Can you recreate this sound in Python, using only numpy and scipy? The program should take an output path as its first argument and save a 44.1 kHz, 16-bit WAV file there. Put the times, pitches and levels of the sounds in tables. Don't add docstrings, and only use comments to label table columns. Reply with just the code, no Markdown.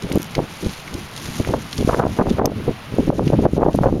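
import sys
import numpy as np
from scipy import signal
from scipy.fft import rfft, irfft, next_fast_len
from scipy.io import wavfile
from scipy.ndimage import uniform_filter1d, minimum_filter1d, map_coordinates

SR = 44100
rng = np.random.default_rng(int(sys.argv[2]) if len(sys.argv) > 2 else 0)


def wrap_up_sound(samples):
    columns = np.atleast_2d(samples).T
    tamed = np.clip(columns, -1, 1)
    steps = np.round(tamed * 32767).astype(np.int16)
    wavfile.write(sys.argv[1], SR, steps)


N = 176400

# centre t/s, rise time/s, level/dB, corner f/Hz
PORT_GUSTS = [(0.049, 0.013, -21.5, 370), (0.121, 0.016, -20, 566), (0.159, 0.0095, -12, 425),
              (0.2, 0.0063, -21.5, 381), (0.393, 0.016, -15.5, 522.3), (0.434, 0.012, -24, 480),
              (0.659, 0.02, -18, 335.6), (0.959, 0.024, -25.5, 320), (1.29, 0.03, -28.5, 333),
              (1.405, 0.0084, -14, 423.6), (1.494, 0.018, -18, 495), (1.539, 0.0079, -14.5, 655),
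              (1.573, 0.012, -24.5, 405), (1.803, 0.013, -15.5, 362), (1.897, 0.0079, -9, 894),
              (1.942, 0.013, -13, 1013), (1.977, 0.0072, -15, 649), (2.004, 0.0087, -4, 965),
              (2.029, 0.0084, -8, 1012), (2.058, 0.013, -9, 711), (2.11, 0.017, -25.5, 293),
              (2.205, .012, -3, 780), (2.273, 0.019, -16.5, 475), (2.319, 0.011, -15.5, 374.6),
              (2.41, 0.014, -4.5, 738), (2.453, 0.024, -6.5, 598), (2.523, 0.0073, -18.5, 530),
              (2.605, 0.061, -27, 323), (2.691, 0.01, -12.5, 475), (2.938, 0.013, -22, 392),
              (3.002, 0.018, -13.5, 444), (3.08, 0.016, -16, 327), (3.128, 0.017, -16, 520),
              (3.208, 0.02, -12.5, 452), (3.268, 0.015, -13, 327), (3.337, 0.0086, -10, 554),
              (3.396, 0.0075, -9.5, 436), (3.429, 0.014, -17.5, 410), (3.462, 0.012, -4.5, 626.5),
              (3.592, 0.014, -8.5, 578), (3.625, 0.0084, -2, 817), (3.676, 0.016, -3, 610.6),
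              (3.746, 0.0053, -11, 401), (3.812, 0.014, -13.5, 338), (3.862, 0.016, -7.5, 725),
              (3.955, 0.041, -20, 409)]
# t/s, level/dB, f/Hz
EDDY_SLAPS = [(.158, -7.5, 416), (0.175, 2.5, 257), (0.382, -5, 400), (.392, 1.5, 560), (.663, -10, 230),
              (1.539, -3, 700), (1.827, -6, 330), (1.849, -4.5, 153), (1.877, -1, 300), (1.946, 2.5, 950),
              (2.0, 11, 657), (2.203, 6, 590), (2.269, -4.5, 606), (2.313, 2, 213), (2.397, 10, 770),
              (2.986, 2.5, 373), (2.995, -7, 230), (3.096, 3, 225), (3.103, 8.5, 534), (3.195, 5, 620),
              (3.303, 0.5, 358), (3.333, -2, 480), (3.389, -3.5, 320), (3.455, -0.5, 614),
              (3.535, 0.5, 250), (3.581, 8, 340), (3.75, 1, 380), (3.789, 4, 520), (3.835, -5, 850),
              (3.887, -4, 472), (3.927, 0, 325)]
# t/s, level/dB
RUSTLE_ENVELOPE = [(0, -46), (.14, -42.5), (.28, -45), (.52, -45.5), (.6, -41.5), (.74, -38), (.85, -47.5),
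                   (.94, -41.5), (1.1, -46), (1.18, -38), (1.385, -33.5), (1.42, -39.5), (1.66, -43.5),
                   (1.88, -33.5), (2.1, -41.5), (2.3, -43), (2.42, -53.5), (2.62, -50), (2.85, -51),
                   (2.97, -46.5), (3.25, -41), (3.36, -50.5), (3.5, -46.5), (3.77, -43.5), (4, -54)]
# f/Hz, relative level/dB
RUSTLE_SPECTRUM = [(200, -28), (1000, -2), (2200, -2), (4200, -1), (5000, -3.5), (6500, -1), (8800, -9),
                   (10400, -6), (12500, -11.5), (16000, -33)]
# t/s, relative level/dB, centre f/Hz
CREASE_POPS = [(0.022, -28.5, 3740), (0.034, -30, 4080), (0.118, -22.5, 2430), (0.124, -24, 6000),
               (.351, -21, 3600), (0.645, -30, 3970), (0.694, -31, 3500), (0.94, -25.5, 5550),
               (1.163, -26, 4550), (1.176, -28, 4000), (1.728, -20.5, 3170), (1.779, -21.5, 4260),
               (2.295, -28, 3200), (2.301, -27, 3340), (2.951, -40, 12000), (3.277, -23.5, 2660),
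               (3.73, -29, 3380), (3.757, -32.5, 12000)]
# t/s, level/dB
ROD_SLIPS = [(.103, -29), (.157, -23), (.184, -24), (.193, -28), (.2, -33), (0.208, -36), (.219, -21.5),
             (0.23, -19), (.244, -26.5)]
# f/Hz, relative level/dB
ROD_SPECTRUM = [(500, -22), (2500, 0), (4000, -8), (5500, -7), (7000, 3), (10000, -8), (13000, 1.5),
                (16000, -29)]
# t/s, level/dB
ROD_KNOCKS = [(.351, -20), (0.876, -23.5), (1.448, -22)]
# f/Hz, relative level/dB, T60/s
ROD_MODES = [(4550, -12, 0.0083), (5420, 5, 0.012), (6080, 6, 0.013), (8700, -4, 0.0067),
             (12000, -12, 0.0092)]
# t/s, level/dB
RUMBLE_ENVELOPE = [(0, -40.5), (.35, -34.5), (.55, -35.5), (.8, -42), (1.2, -39.5), (1.5, -27.5),
                   (1.7, -39.5), (1.85, -26.5), (2.12, -30), (2.3, -23), (2.55, -26.5), (2.86, -41.5),
                   (3.1, -23), (4, -24)]
# f/Hz, relative level/dB
RUMBLE_SPECTRUM = [(20, -32), (60, -7), (140, -1), (190, -3.5), (260, -7.5), (450, -21), (1200, -59),
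                   (4000, -100)]
# t/s, level/dB
WASH_ENVELOPE = [(0, -38), (2.9, -38.5), (3.8, -42), (4, -50)]
# f/Hz, relative level/dB
WASH_SPECTRUM = [(30, 9.5), (200, -8.5), (450, 4.5), (850, 5.5), (1400, 4), (1750, 0.5), (2050, 2),
                 (3000, 0.5), (5000, -8.5), (7000, -19), (10500, -15), (13000, -20.5), (16000, -28)]


def gusts():
    steepness, fall_over_rise = 1.666, 1.12
    bass_hz, bass_order, treble_order = 99, 0.35, 3.66
    lump_db, lumps_per_cycle = 11, .35
    out, t = np.zeros(N), np.arange(-SR // 8, SR // 8) / SR
    window = np.hanning(2 * int(.018 * SR))
    for s, rise_s, db, corner_hz in PORT_GUSTS:
        width_s = rise_s * np.where(t < 0, 1, fall_over_rise)
        swell = np.exp(steepness * (1 - np.hypot(1, t / width_s)))
        lumps = amp(lump_db * np.tanh(wobble(lumps_per_cycle * corner_hz, len(t))))
        highpass = lambda hz: (hz / np.hypot(hz, bass_hz)) ** bass_order
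        band = lambda hz: highpass(hz) / np.hypot(1, (hz / corner_hz) ** treble_order)
        eddies = filtered(rng.standard_normal(len(t)) * lumps, band)
        local_power = np.abs(signal.fftconvolve(eddies ** 2, window, "same")) + 1e-12
        gust = unit(swell * eddies / np.sqrt(local_power))
        add(out, s + t[0], amp(db) * gust * np.sqrt(np.mean(swell ** 2)))
    return out


def slaps():
    rise_cycles, fall_cycles = 0.15, 0.235
    out, t = np.zeros(N), np.arange(-SR // 50, SR // 50) / SR
    for s, db, hz in EDDY_SLAPS:
        cycles = hz * t
        envelope = np.exp(1 - np.hypot(1, cycles / np.where(t < 0, rise_cycles, fall_cycles)))
        add(out, s + t[0], amp(db) * envelope * np.sin(2 * np.pi * (cycles + rng.random())))
    return out


def foil_rustle():
    crinkles_per_s, crinkle_share, ticks_per_s, tick_hz = 620, 0.77, 60, 8500
    tick_db, flutter_db = -17, 1.7
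    onsets = rng.random(N) < crinkles_per_s / SR
    crinkles = onsets * amp(np.minimum(rng.standard_normal(N), 2))
    fade = decay(np.arange(SR // 50) / SR, t60=0.011)
    power = np.abs(signal.fftconvolve(crinkles ** 2, fade ** 2)[:N])
    grain = np.sqrt(crinkle_share * power / power.mean() + 1 - crinkle_share) * rng.standard_normal(N)
    impulses = (rng.random(N) < ticks_per_s / SR) * rng.standard_normal(N)
    ticks = unit(filtered(impulses, octave_band(tick_hz, sigma_octaves=0.5)))
    rustle = unit(filtered(grain, colour(RUSTLE_SPECTRUM))) + amp(tick_db) * ticks
    return rustle * amp(curve(RUSTLE_ENVELOPE) + flutter_db * wobble(45, N))


def foil_creases():
    rise_s, top_hz = 0.0013, 11800
    out = np.zeros(N)
    for s, db, centre_hz in CREASE_POPS:
        band = octave_band(centre_hz, sigma_octaves=0.82)
        pop = burst(lambda hz: band(hz) / np.hypot(1, (hz / top_hz) ** 6), t60=0.017)
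        onset = 1 - np.exp(-np.arange(len(pop)) / SR / rise_s)
        add(out, s, 2 * amp(db) * onset * pop)
    return out


def rod_slips():
    out = np.zeros(N)
    for s, db in ROD_SLIPS:
        add(out, s, amp(db) * burst(colour(ROD_SPECTRUM), t60=0.0074))
    return out


def rod_knocks():
    centre_hz, bandwidth_hz = 2070, 340
    resonance = lambda hz: 1 / np.hypot(1, 2 * (hz - centre_hz) / bandwidth_hz)
    out = np.zeros(N)
    for s, db in ROD_KNOCKS:
        add(out, s, amp(db) * burst(resonance, t60=0.028))
    return out


def rod_snap():
    out, t = np.zeros(N), np.arange(SR // 20) / SR
    ring = sum(amp(db) * decay(t, t60) * np.sin(2 * np.pi * (hz * t + rng.random()))
               for hz, db, t60 in ROD_MODES)
    crack = amp(1.5) * burst(colour(ROD_SPECTRUM), t60=0.016)
    add(out, s=2.4567, sound=amp(-7.5) * (ring + crack))
    return out


def port_rumble():
    sway_db = 2.5
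    rumble = noise(colour(RUMBLE_SPECTRUM), N)
    return rumble * amp(curve(RUMBLE_ENVELOPE) + sway_db * wobble(24, N))


def beach_wash():
    return noise(colour(WASH_SPECTRUM), N) * amp(curve(WASH_ENVELOPE))


def amp(db):
    return 10 ** (np.asarray(db) / 20)


def unit(x):
    return x / np.sqrt(np.mean(x ** 2) + 1e-20)


def decay(t, t60):
    return np.exp(-np.log(1000) * t / t60)


def curve(rows):
    return np.interp(np.arange(N) / SR, *np.transpose(rows))


def colour(points):
    f, db = np.transpose(points)
    return lambda hz: amp(np.interp(np.log(hz + 1), np.log(f), db))


def octave_band(centre_hz, sigma_octaves):
    return lambda hz: np.exp(-.5 * (np.log2((hz + 1) / centre_hz) / sigma_octaves) ** 2)


def filtered(x, response):
    size = next_fast_len(len(x) + 4096)
    return irfft(rfft(x, size) * response(np.fft.rfftfreq(size, 1 / SR)), size)[:len(x)]


def noise(response, size):
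    return unit(filtered(rng.standard_normal(size), response))


def burst(response, t60):
    t = np.arange(SR // 20) / SR
    return noise(response, len(t)) * decay(t, t60)


def wobble(knots_per_s, size):
    return map_coordinates(rng.standard_normal(2048), [np.arange(size) * knots_per_s / SR], mode="wrap")


def add(track, s, sound):
    start = round(s * SR)
    part = sound[max(-start, 0):max(N - start, 0)]
    track[max(start, 0):][:len(part)] += part


def scene():
    wind = gusts() + slaps() + port_rumble() + beach_wash()
    kite = foil_rustle() + foil_creases() + rod_slips() + rod_knocks() + rod_snap()
    return (wind + kite)[None]


def limiter(x):
    ceiling, release_db_per_s, smoothing_samples = .7, 101, 65
    excess_db = 20 * np.log10(np.maximum(np.abs(x) / ceiling, 1))
    release_db = release_db_per_s * np.arange(N) / SR
    gain = amp(release_db - np.maximum.accumulate(excess_db + release_db))
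    held_gain = minimum_filter1d(gain, smoothing_samples)
    return x * uniform_filter1d(held_gain, smoothing_samples)


def record(dry):
    notch_hz, half_width_hz, depth, top_hz = 7870, 520, 0.86, 15850
    port = lambda hz: 1 - depth / (1 + ((hz - notch_hz) / half_width_hz) ** 2)
    limited = limiter(filtered(dry[0], port))
    return filtered(limited, lambda hz: hz < top_hz)[None]


dry = scene()
out = record(dry)
wrap_up_sound(out)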